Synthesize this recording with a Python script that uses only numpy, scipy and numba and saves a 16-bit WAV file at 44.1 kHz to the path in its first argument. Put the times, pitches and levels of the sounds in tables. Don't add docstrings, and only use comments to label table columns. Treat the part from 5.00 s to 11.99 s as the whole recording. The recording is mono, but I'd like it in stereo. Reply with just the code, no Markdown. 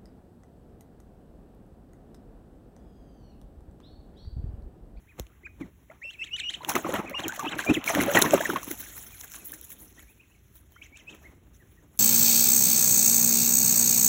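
import sys
import numpy as np
from scipy import signal
from scipy.fft import rfft, irfft
from scipy.io import wavfile
from scipy.ndimage import uniform_filter1d
from numba import njit

SR = 44100
rng = np.random.default_rng(int(sys.argv[2]) if len(sys.argv) > 2 else 0)


def store_pcm(level_fs):
    pcm = np.round(np.clip(level_fs, -1, 1) * 32767).astype(np.int16)
    wavfile.write(sys.argv[1], SR, np.atleast_2d(pcm).T)


def volts_from_db(level):
    exponent = np.asarray(level, float) / 20
    return 10 ** exponent


N = 308259
T = np.arange(N) / SR
HZ = np.arange(N // 2 + 1) * SR / N


def level(x, db):
    return x * volts_from_db(db) / np.sqrt(np.mean(x ** 2))


def curve_db(points):
    hz, db = np.transpose(points)
    return np.interp(np.log(HZ + 1), np.log(hz), db)


def colour(x, points):
    return irfft(rfft(x) * volts_from_db(curve_db(points)), N)


def band(x, lo_hz, hi_hz):
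    return signal.sosfilt(signal.butter(2, [lo_hz, hi_hz], "band", fs=SR, output="sos"), x)


def walk(rate):
    hold = int(SR / rate)
    steps = np.repeat(rng.standard_normal(N // hold + 1), hold)
    return 1.54 * uniform_filter1d(uniform_filter1d(steps, hold), hold)[:N]


def add(out, s, x):
    i = max(int(s * SR), 0)
    out[i:i + len(x)] += x[:N - i]


def peeps():
    # multiple, calm_db in a steady whistle, wild_db where the voice breaks
    overtones = [(2, -25, -12), (3, -33, -30)]
    break_hz = 3050
    out, tremor = np.zeros(N), walk(250)
    rasp = level(band(rng.standard_normal(N), 2000, 7300), 0)
    rough, warble = walk(1200), walk(110)
    for call in calls():
        s, hz, db = np.transpose(call)
        i = np.arange(int((s[0] - .005) * SR), int((s[-1] + .006) * SR))
        edge = np.clip(np.minimum(T[i] - T[i[0]], T[i[-1]] - T[i]) / .005, 0, 1)
        pitch = uniform_filter1d(np.interp(T[i], s, hz), size=130) * (1 + .012 * warble[i])
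        broken = np.clip((pitch - break_hz) / 600., 0, 1)
        hoarse = np.maximum(broken, .4 * np.maximum.accumulate(broken))
        shaken_pitch = pitch * (1 + (.008 + .05 * hoarse) * tremor[i])
        phase = 2 * np.pi * np.cumsum(shaken_pitch) / SR
        tone = np.sin(phase)
        for k, calm_db, wild_db in overtones:
            partial_db = calm_db + (wild_db - calm_db) * broken + throat_db(k * pitch)
            tone += volts_from_db(partial_db) * np.sin(k * phase)
        tone += .5 * broken ** 3 * np.sin(phase / 2)
        tone *= 1 + (.07 + .6 * hoarse) * rough[i] + .1 * tremor[i[::-1]]
        loudness = np.sqrt(2) * edge * volts_from_db(np.interp(T[i], s, db) + 2.6 * warble[i])
        air = uniform_filter1d(loudness, size=1200) * uniform_filter1d(broken, size=400)
        out[i] += loudness * tone + 0.26 * air * rasp[i]
    return out + reflections(out)


def reflections(calls_dry):
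    t = T[:int(.25 * SR)]
    blur = rng.standard_normal(len(t)) * np.exp(-t / .045) * (t > .004)
    wet_db = np.interp(T, [3.5, 4.5], [-15, -8])
    return volts_from_db(wet_db) * signal.fftconvolve(calls_dry, blur / np.linalg.norm(blur))[:N]


def throat_db(hz):
    # centre_hz, width_hz, gain_db
    throat = (7320, 1900, 6)
    centre_hz, width_hz, db = throat
    return db * np.exp(-((hz - centre_hz) / width_hz) ** 2)


def calls():
    # start_s, break_s, end_s, first_hz, break_hz, whistle_db, swell_db into it, drop_db
    whistles = [(1.02, 1.103, 1.157, 1850, 2945, -38, 1, -45),
                (1.185, 1.238, 1.295, 2500, 2930, -31.5, 8.5, -43),
                (1.31, 1.362, 1.42, 2596, 3146, -29.5, 3.5, -34),
                (1.425, 1.497, 1.562, 2635, 3190, -24, 12.5, -40.5),
                (1.537, 1.549, 1.59, 2497, 3140, -36.5, 2, -53),
                (2.133, 2.192, 2.265, 1950, 3080, -30.5, 4, -33),
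                (2.44, 2.487, 2.543, 2480, 2936, -31.5, 7, -33.5),
                (2.668, 2.708, 2.772, 2330, 2650, -29, 3, -27),
                (4.979, 5.0, 5.035, 1740, 2200, -51.5, .1, -58),
                (5.196, 5.211, 5.243, 2360, 2650, -57.5, 4, -62),
                (5.297, 5.324, 5.354, 2580, 2900, -63.5, 1.1, -57),
                (5.814, 5.823, 5.866, 2130, 2500, -45.5, 9, -53.5),
                (5.928, 5.963, 6.018, 2200, 2637, -47, -1.1, -53.5),
                (6.066, 6.094, 6.146, 2324, 2740, -44, 12, -49.5)]
    # share of the flight from break to end, ratio to break_hz, share of the leap left,
    # relative_db on drop_db
    fall = [(.55, 1.01, .7, -11), (.68, 1.01, .15, -0.3), (.8, .88, 0, -2), (1, .75, 0, -7)]
    # start_s, length_s, first_hz, middle_hz, last_hz, level_db
    chips = [(0.072, 0.053, 1610, 2500, 1710, -61), (0.437, 0.037, 2010, 2440, 1900, -47),
             (0.606, 0.029, 2540, 2240, 1950, -50.5), (1.213, 0.031, 2040, 2340, 3000, -44),
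             (1.255, .022, 2750, 2400, 1900, -47), (1.372, .02, 2800, 2450, 2050, -45),
             (1.432, 0.016, 2270, 2470, 2960, -41), (2.059, 0.028, 2180, 2580, 2160, -43),
             (4.117, .035, 2490, 2380, 2110, -57), (4.28, 0.024, 2760, 2440, 2060, -59),
             (4.4, 0.03, 2530, 2520, 2340, -57), (5.083, .03, 2183, 2470, 2716, -62),
             (5.72, .065, 3200, 3100, 3080, -68), (5.756, 0.053, 1632, 2170, 2240, -63),
             (6.242, 0.035, 1730, 2120, 1900, -53.5), (6.603, 0.028, 1930, 1853, 1580, -61),
             (6.77, 0.025, 1760, 1894, 1667, -67)]
    held, climb = .905, 1.005
    settle, lift_s = 0.3, .013
    out = []
    for start, brk, end, first_hz, break_hz, db, swell_db, drop_db in whistles:
        settled, flight = start + settle * (brk - start), end - brk
        lift = max(brk - lift_s, (settled + brk) / 2)
        leap = np.clip(31 * (flight - .027), 0, .55)
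        points = [(start, first_hz, db - swell_db - 9),
                  (settled, held * break_hz, db - swell_db),
                  (lift, climb * held * break_hz, db),
                  (brk, break_hz, db),
                  (brk + .27 * flight, (1 + leap) * break_hz, db - 480 * flight)]
        for share, ratio, left, rel_db in fall:
            points.append((brk + share * flight, (ratio + left * leap) * break_hz, drop_db + rel_db))
        out.append(points)
    u = np.linspace(-1, 1, 9)
    for start, length, first_hz, mid_hz, last_hz, db in chips:
        arch = mid_hz + (last_hz - first_hz) / 2 * u + ((first_hz + last_hz) / 2 - mid_hz) * u ** 2
        out.append(np.transpose([start + length * (u + 1) / 2, arch, db - 4 * u ** 2]))
    return out


def bubbles():
    # peak_s, peak_db, pitch_hz at the peak, t60_ms, initial glide in octaves per 10 ms
    pockets = [(.44, -49.5, 364, 60, -.05), (0.469, -44, 1530, 40, -.05), (.616, -28.5, 285, 72, -.28),
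               (.639, -32.5, 233, 71, -.54), (0.903, -45, 2200, 16, .5), (.903, -42, 633, 89, .1),
               (0.915, -45.5, 1400, 34, .12), (1.052, -49.5, 567, 60, .07), (1.61, -40.5, 1007, 200, .02),
               (1.62, -42, 3970, 20, -.03), (1.69, -25.5, 847, 30, -.02), (1.692, -38, 1750, 18, -.4),
               (1.717, -23.5, 1136, 22, .8), (1.755, -23, 1110, 17, .3), (1.755, -15, 2054, 25, -.38),
               (1.76, -21, 377, 85, -.06), (1.848, -28, 1120, 19, -.5), (1.855, -26.5, 319, 82, -.1),
               (1.867, -28.5, 1050, 60, .01), (1.895, -22, 555, 45, -.16), (1.939, -24, 548, 37, .29),
               (1.941, -26, 1780, 15, .4), (1.964, -25, 1286, 22, -.33), (1.998, -30, 1280, 15, .3),
               (2.116, -32.5, 530, 69, .02), (2.145, -30.5, 1080, 52, .11), (2.264, -25, 307, 41, .05),
               (2.294, -27, 1486, 92, .07), (2.325, -27, 1590, 15, -.26), (2.328, -37.5, 916, 111, -.13),
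               (2.364, -38, 4690, 15, -.06), (2.395, -26, 1171, 94, -.01), (2.429, -30.5, 940, 48, -.53),
               (2.451, -25.5, 904, 58, -.11), (2.472, -24.5, 319, 46, -.34), (2.543, -34.5, 770, 39, -.26),
               (2.571, -32, 324, 49, -.02), (2.593, -19, 1680, 16, -.14), (2.603, -28, 2200, 45, .15),
               (2.643, -28, 1610, 20, -.21), (2.667, -29, 645, 34, -.07), (2.692, -26, 510, 57, -.29),
               (2.702, -14.5, 300, 49, .32), (2.717, -14.5, 306, 47, .28), (2.776, -22, 310, 57, -.19),
               (2.878, -18, 2250, 36, .13), (2.903, -25.5, 658, 168, .04), (2.954, -32, 2807, 11, .37),
               (2.962, -21.5, 293, 97, .47), (2.975, -15, 597, 30, -.59), (2.988, -20.5, 760, 30, -.72),
               (2.992, -19, 272, 59, -.06), (3.003, -22.5, 2106, 25, .09), (3.014, -25, 241, 57, .04),
               (3.02, -25.5, 384, 60, -.03), (3.058, -27.5, 300, 50, -.5), (3.086, -19, 559, 180, .01),
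               (3.099, -26, 1430, 31, -.16), (3.116, -25, 1570, 15, .67), (3.154, -26.5, 2640, 45, .06),
               (3.155, -14.5, 569, 30, -.7), (3.162, -17.5, 319, 39, -.27), (3.173, -21, 4140, 15, -.19),
               (3.171, -20, 880, 19, -.56), (3.173, -14, 1861, 74, -.03), (3.18, -20.5, 256, 60, -.08),
               (3.218, -25, 620, 37, -.25), (3.225, -27, 1335, 45, .09), (3.223, -21.5, 382, 54, -.21),
               (3.244, -19.5, 1095, 56, -.05), (3.262, -23.5, 1850, 52, -.09), (3.27, -25, 325, 64, -.14),
               (3.31, -30.5, 2510, 11, -.13), (3.339, -4.5, 596, 37, -.16), (3.349, -12, 385, 50, -.06),
               (3.363, -29.5, 300, 60, .11), (3.396, -29, 3130, 15, -.6), (3.412, -22, 1525, 11, -.01),
               (3.409, -20, 580, 37, .39), (3.428, -30.5, 911, 30, -.47), (3.457, -18.5, 1767, 34, -.17),
               (3.498, -24, 327, 82, -.11), (3.502, -21.5, 1240, 22, -.78), (3.536, -26, 853, 19, -.75),
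               (3.54, -28, 320, 52, -.66), (3.562, -18.5, 1052, 52, -.01), (3.588, -32.5, 3600, 15, -.14),
               (3.632, -36, 1070, 26, -.38), (3.682, -37, 272, 60, .01), (3.713, -34.5, 1932, 22, -.11),
               (3.715, -29, 316, 63, -.19), (3.864, -37.5, 1943, 15, -.52), (4.345, -38.5, 1710, 9, -.69),
               (4.534, -43.5, 1780, 26, -.17), (5.765, -47, 1256, 30, .17)]
    out, wobble, flutter = np.zeros(N), walk(300), walk(500)
    turn = rng.random((len(pockets), 1))
    for (s, db, hz, t60_ms, glide), (start,) in zip(pockets, turn):
        rise, t60 = .0012 + 1.7 / hz, t60_ms / 1000
        t = np.arange(-2 * rise * SR, t60 * SR) / SR
        shape = np.where(t < 0, np.exp(-(t / rise) ** 4), 10 ** (-3 * np.abs(t) / t60))
        i = slice(int(s * SR), int(s * SR) + len(t))
        octaves = .4 * np.tanh(glide * t / .01 / .4)
        pitch = hz * 2 ** octaves * (1 + 0.044 * wobble[i])
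        ring = np.sin(2 * np.pi * (start + np.cumsum(pitch) / SR))
        add(out, s - 2 * rise, volts_from_db(db + 2.5 * flutter[i]) * shape * ring)
    return out


def drops():
    # start_s,
    # crack_db, body_db and top_db relative to the tick
    impacts = [(0.197, -17, -54, -2.5), (0.2678, -45.5, 6.5, -10), (1.6477, -32.5, 15.5, 2.5),
               (1.6886, -38.5, -10, -5), (1.6958, -14.5, 0, -5.5), (1.7375, -25, -4.5, -1.5),
               (1.7542, -12, 3.5, -1.5), (1.7799, -29.5, -28, 5), (1.9238, -23.5, -21, -20.0),
               (1.9395, -29, 13.5, 10.5), (1.9607, -25.5, -13, -4.5), (2.0765, -38, -6, -11),
               (2.0969, -31.5, -30, 3.5), (2.1087, -41, -8, 8), (2.2037, -40, 23.5, 4),
               (2.2813, -14.5, -21, 1.5), (2.286, -22, -10, -18), (2.3222, -27.5, 5.5, -10.5),
               (2.3631, -28, 3, 3), (2.3948, -20.5, -3, -4.5), (2.4337, -30, 2, -5), (2.5531, -29, -12, -8),
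               (2.5579, -42, -14, -8), (2.5866, -35, 16.5, -3.5), (2.6375, -25, -28, -8),
               (2.6474, -23, -12.0, -12), (2.6609, -39, -5, 9), (2.8415, -24, 8.5, -1),
               (2.8619, -27, -13, 8), (2.8871, -17, 4.5, -3), (2.9495, -13.5, 6, 0), (3.0101, -16, 1.5, -9),
               (3.0163, -17.5, -7.5, 5), (3.036, -15, -1, -8), (3.0617, -26, -3.5, 8),
               (3.1144, -21, -7.5, 0), (3.1371, -17, -15, -11), (3.153, -15.5, 2.5, -1.5),
               (3.1899, -18.5, -0.5, 10), (3.2174, -12.5, -9.5, -1), (3.2224, 2, -20.5, -10.5),
               (3.2927, -28, -11.5, 1), (3.3083, -13.5, 1, -9), (3.3371, -15.5, -10.5, 0.5),
               (3.4065, -28.5, 6.5, 8), (3.4117, -30.5, 5, -2), (3.4636, -23, -12, -9), (3.534, -31, 3, -5),
               (3.5601, -30, 11.5, -5), (3.6312, -26, -8, 1.5), (3.6447, -35.5, -24.0, 13),
               (3.6694, -40.5, -13, 5), (3.709, -42, 2, -10), (3.7133, -17, -9.5, 2.5),
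               (3.7173, -37, -15, -3), (3.806, -25, -2, 1), (3.9774, -32, -1, 0.5), (4.2111, -25, -10, -15),
               (4.2989, -43, -8, 8), (4.3184, -28, -5, 0.5), (4.3376, -25, -5.5, -0.5),
               (4.3443, -32, 6.5, -1.5), (4.5199, -35, -14, 13), (4.5371, -24.5, -6, 0.5),
               (4.6127, -43.5, -28.0, 17), (4.686, -53, -37, 2.0), (4.7252, -43.5, -19, 11),
               (4.9938, -40, 6.5, -1), (5.5266, -54, -14, 5), (5.5558, -45, -18, 7.5), (5.7207, -49, -7, 8),
               (5.9721, -35.5, -14, -7.5), (6.1487, -43, 6, 2), (6.9753, -44, -28, 11.5)]
    t = T[:int(.04 * SR)]
    layers = np.zeros((3, N))
    shape = (1 - np.exp(-t / 0.00021)) * (np.exp(-t / 0.00048) + volts_from_db(-12) * np.exp(-t / 0.0016))
    noise = rng.standard_normal((len(impacts), len(t)))
    for (s, db, body_db, top_db), grain in zip(impacts, noise):
        crack = grain * shape
        crack = crack / np.sqrt(np.mean(crack[:30] ** 2))
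        for layer, rel_db in zip(layers, (body_db, 0, top_db)):
            add(layer, s, volts_from_db(db + rel_db) * crack)
    body, tick, top = layers
    return band(body, 1300, 4500) + band(tick, 3700, 9000) + band(top, 9300, 19845)


def churn():
    # centre_hz, width_hz, relative_db
    hollow = [(225, 170, 5.5), (300, 38, 5), (580, 18, -21)]
    # frequency_hz, relative_db
    spray_curve = [(600, -38.5), (1500, 0), (2500, -2.5), (4000, -0.8), (6500, 1.5), (8000, -6),
                   (10000, -13), (16000, -39)]
    # frequency_hz, relative_db
    fine_curve = [(3000, -39), (7000, -14), (9500, -2.15), (12000, 1.5), (16000, 0)]
    gains = efforts()
    push = rng.standard_normal(N) * volts_from_db(3.2 * walk(60))
    slosh = sum(volts_from_db(db) * signal.lfilter(*signal.iirpeak(hz, hz / width, SR), push)
                for hz, width, db in hollow)
    crackle = rng.standard_normal(N) * volts_from_db(1.8 * walk(900) + 1.1 * walk(110))
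    crackle = patchy(crackle, 500, 18000, count=14, flicker_db=3.0, rate=90)
    fizz = swarm(count=4000, lo_hz=2500, hi_hz=8300, cycles=33.0, scatter_db=1.5, glide=.2)
    spray = level(colour(crackle, spray_curve), 0) + 0.21 * fizz
    fine = level(colour(crackle, fine_curve), 0)
    layers = (slosh, gurgles(), spray, fine)
    water = sum(gain * level(x, 0) for x, gain in zip(layers, gains))
    around = volts_from_db(-8) * gains[1] * gurgles()
    return water, around


def gurgles():
    bubbling = swarm(count=3000, lo_hz=550, hi_hz=3200, cycles=35., scatter_db=4.5, glide=.25)
    rush = band(rng.standard_normal(N), 730, 2600) * volts_from_db(3 * walk(90))
    rush = patchy(rush, 300, 6000, count=8, flicker_db=4.0, rate=70)
    return level(bubbling + .8 * level(rush, 0), 0)


def swarm(count, lo_hz, hi_hz, cycles, scatter_db, glide):
    when, pitch, size = rng.random((count, 3)).T
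    hz = lo_hz * (hi_hz / lo_hz) ** pitch
    start = (when * N).astype(np.int64)
    loudness = volts_from_db(-scatter_db * np.log(1 - .98 * size))
    return level(rings(N, start, hz, cycles / hz, loudness, glide, 1. * SR), 0)


@njit
def rings(n, start, hz, t60, size, glide, sr):
    out = np.zeros(n)
    for k in range(len(start)):
        length = int(t60[k] * sr)
        step = 2 * np.pi * hz[k] / sr
        fade = np.exp(-np.log(1000.) / (t60[k] * sr))
        phase, a = 0., size[k]
        for i in range(start[k], min(start[k] + length, n)):
            out[i] += a * np.sin(phase)
            phase += step * (1 + glide * (i - start[k]) / length)
            a *= fade
    return out


def patchy(x, lo_hz, hi_hz, count, flicker_db, rate):
    edges = np.geomspace(lo_hz, hi_hz, count + 1)
    spectrum = rfft(x)
    out = np.zeros(N)
    for lo, hi in zip(edges, edges[1:]):
        strip = irfft(spectrum * ((HZ >= lo) & (HZ < hi)), N)
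        out += strip * volts_from_db(flicker_db * walk(rate))
    return out


def efforts():
    # peak_s, slosh_db, gurgle_db, spray_db, fade_ms (time to fade 20 dB)
    splashes = [(.19, -48, -58, -56, 89), (.613, -38.5, -68, -82, 43), (.645, -50.5, -75, -85, 68),
                (.915, -64, -57, -75, 125), (1.58, -53.5, -61.5, -76, 62), (1.637, -49.5, -42.5, -53.5, 62),
                (1.692, -38.5, -27, -28.5, 54), (1.758, -21, -21, -30.5, 37.5),
                (1.845, -44.5, -38, -56, 100), (1.894, -32, -39, -44.5, 107),
                (1.949, -25.5, -27.5, -41, 74), (1.995, -37, -36.5, -54.5, 60.5),
                (2.051, -37.5, -55, -75, 38), (2.103, -43, -49, -62, 80), (2.193, -40, -34, -46, 98),
                (2.264, -38.5, -62, -65, 41.5), (2.29, -38, -57, -41.5, 34), (2.34, -66, -44, -43.5, 105),
                (2.397, -40.5, -44.5, -39.5, 43), (2.452, -35, -35, -53, 127),
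                (2.53, -36.5, -34.5, -59, 88), (2.594, -42, -33, -36.5, 61), (2.653, -47, -39.5, -43, 56),
                (2.7, -23.5, -40, -63, 61.5), (2.74, -36.5, -59, -40, 56), (2.765, -34.5, -52, -52.5, 59.5),
                (2.863, -46, -34.5, -33.5, 61), (2.895, -42, -26.5, -30.5, 107),
                (2.95, -30.5, -31.5, -35, 83), (2.985, -20, -26.5, -38.5, 60.5),
                (3.012, -27.5, -30, -31.5, 68.5), (3.082, -34, -31, -43.5, 110),
                (3.115, -32.5, -33.5, -40, 80), (3.152, -26.5, -21, -27.5, 60), (3.173, -21, -17, -26, 46),
                (3.219, -29, -32, -16, 22), (3.253, -26.5, -27, -32.5, 70.5), (3.323, -35.5, -35, -31, 49),
                (3.341, -21.5, -26, -30.5, 60), (3.37, -32, -40, -40, 70), (3.41, -36, -33.5, -37.5, 102.5),
                (3.455, -41, -36.5, -35.5, 89.5), (3.5, -30.5, -37, -41, 84),
                (3.536, -31.5, -40.5, -54, 45), (3.566, -46, -33.5, -40, 40), (3.63, -65.5, -55, -43.5, 98),
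                (3.72, -39.5, -48, -54, 52)]
    # peak_s, fine_spray_db, spray_db, thud_db, fade_ms (time to fade 20 dB)
    shakes = [(3.5, -38, -60, -70, 50), (3.682, -38, -44, -47, 68), (3.714, -26, -37, -53, 39),
              (3.807, -39, -45.5, -58.5, 196), (3.979, -38, -57.5, -57, 210),
              (4.208, -41.5, -54, -61.5, 104.5), (4.243, -66, -64, -49, 44), (4.353, -39, -49.5, -50, 64),
              (4.46, -35.5, -62, -59, 88), (4.54, -37, -48, -56.5, 50), (4.643, -44, -55, -64, 45),
              (4.705, -35, -51, -57.5, 45), (4.815, -40.5, -63, -82, 85), (4.993, -53, -58, -72, 125),
              (5.1, -56, -80, -68, 54), (5.559, -50.5, -64, -73, 79), (5.723, -60, -65, -70, 71),
              (5.839, -61, -58.5, -65, 75), (5.972, -68, -53, -75, 68), (6.099, -76.5, -52.5, -72, 35),
              (6.148, -66, -57, -74, 55), (6.23, -64, -66, -63, 150), (6.549, -61, -62, -76, 99),
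              (6.723, -64, -70, -70, 98), (6.966, -58, -71, -80, 100)]
    # time_s, slosh_db, gurgle_db, drizzle_db
    settling = [(0, -86, -73, -79), (.3, -67, -69, -83), (.9, -68, -78, -80), (1.1, -69, -71.5, -71),
                (1.55, -59, -64, -76), (1.8, -45, -46.5, -44.5), (2.1, -52, -50, -90), (2.8, -57, -45, -79),
                (3.1, -37, -35, -43.5), (3.6, -52, -58, -49), (4.15, -67, -66.5, -53.5),
                (4.7, -56, -77, -58), (5.2, -71.5, -77, -71), (5.701, -68, -76, -73.5),
                (6.05, -62.5, -68, -76), (6.2, -56.5, -66, -77), (6.45, -63, -90, -80.5),
                (7, -65, -79.5, -74)]
    s, *columns = np.transpose(settling)
    rest = [volts_from_db(np.interp(T, s, c)) ** 2 for c in columns]
    slosh, gurgle, spray = bursts(splashes, rise_shares=[0.54, 0.23, .25]) + rest
    mist, shed, thud = bursts(shakes, rise_shares=[0.46, 0.33, 0.45])
    return np.sqrt([slosh + volts_from_db(-3) ** 2 * thud,
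                    gurgle + thud,
                    spray + shed,
                    volts_from_db(-0.5) ** 2 * spray + mist])


def bursts(rows, rise_shares):
    power = np.zeros((3, N))
    share = np.array(rise_shares)[:, None]
    for s, *dbs, fade_ms in rows:
        fade = fade_ms / 1000
        i = slice(max(int((s - 2 * fade) * SR), 0), int((s + 2 * fade) * SR))
        t = T[i] - s
        slope_db = 20 * np.where(t > 0, t, -t / share) / fade
        power[:, i] += volts_from_db(np.array(dbs)[:, None] - slope_db) ** 2
    return power


def knock():
    # peak_db, extra_hz above the last pitch at first, last_hz,
    # glide_ms (time constant), t60_ms
    thump = (-28.5, 790, 55, 2, 174)
    db, extra_hz, last_hz, glide_ms, t60_ms = thump
    out, t_ms = np.zeros(N), 1000 * T[:int(.2 * SR)]
    pitch = last_hz + extra_hz * np.exp(-t_ms / glide_ms)
    wobble = np.sin(2 * np.pi * np.cumsum(pitch) / SR)
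    add(out, .1975, volts_from_db(db) * 10 ** (-3 * t_ms / t60_ms) * wobble)
    return out


def garden():
    # frequency_hz, relative_db
    garden_curve = [(20, -21), (35, -12.5), (55, 6.5), (90, 1), (200, -10.5), (400, -15), (700, -44),
                    (1200, -34.5), (1900, -28.5), (3500, -34.5), (8000, -34.5), (16000, -30)]
    noise = colour(rng.standard_normal(N), garden_curve)
    low = signal.sosfilt(signal.butter(2, 500, fs=SR, output="sos"), noise)
    return level(low * volts_from_db(1.7 * walk(5.5)) + (noise - low) * volts_from_db(1.4 * walk(18)), -57)


def ports(near, far, unalike):
    # frequency_hz, right_lead_rad
    port_lead = [(0, 0), (150, .15), (600, .9), (1300, 0), (2600, -1.2), (3700, -1.4), (4740, -np.pi),
                 (8870, -3 * np.pi), (13000, -5 * np.pi), (17140, -7 * np.pi), (22050, -7 * np.pi)]
    # frequency_hz, left_minus_right_db
    port_balance = [(40, .4), (300, 1.5), (600, -1.5), (1000, -4), (1500, -1.5), (2500, -4), (3400, 0),
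                    (16000, 0)]
    # frequency_hz, gain_db
    unalike_curve = [(60, -13), (150, -10), (400, 0), (2500, 0), (3600, -4), (4600, -25), (16000, -40)]
    lead = np.interp(HZ, *np.transpose(port_lead)) / 2
    tilt_db = curve_db(port_balance) / 2
    near, far, unalike = rfft(near), rfft(far), rfft(colour(unalike, unalike_curve))
    sides = []
    for sign in (1, -1):
        spectrum = near * volts_from_db(sign * tilt_db) + far + sign * unalike
        sides.append(irfft(spectrum * np.exp(-1j * sign * lead), N))
    return np.array(sides)


def scene():
    water, around = churn()
    near = band(peeps() + bubbles() + drops() + water, 37, 19845) + knock()
    t = T[:int(.03 * SR)]
    scatter = rng.standard_normal(len(t)) * np.exp(-t / 0.0057)
    scattered = volts_from_db(-13) * signal.fftconvolve(near, scatter / np.linalg.norm(scatter))[:N]
    return ports(near, garden(), garden() + around + band(scattered, 980, 5700))


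def roll_off(x):
    return signal.sosfilt(signal.butter(12, 16650, fs=SR, output="sos"), x)


def record(dry):
    cut = signal.sosfilt(signal.ellip(8, .2, 70, 15700, fs=SR, output="sos"), dry)
    return roll_off(np.clip(cut, -1, 1))


dry = scene()
out = record(dry)
store_pcm(out)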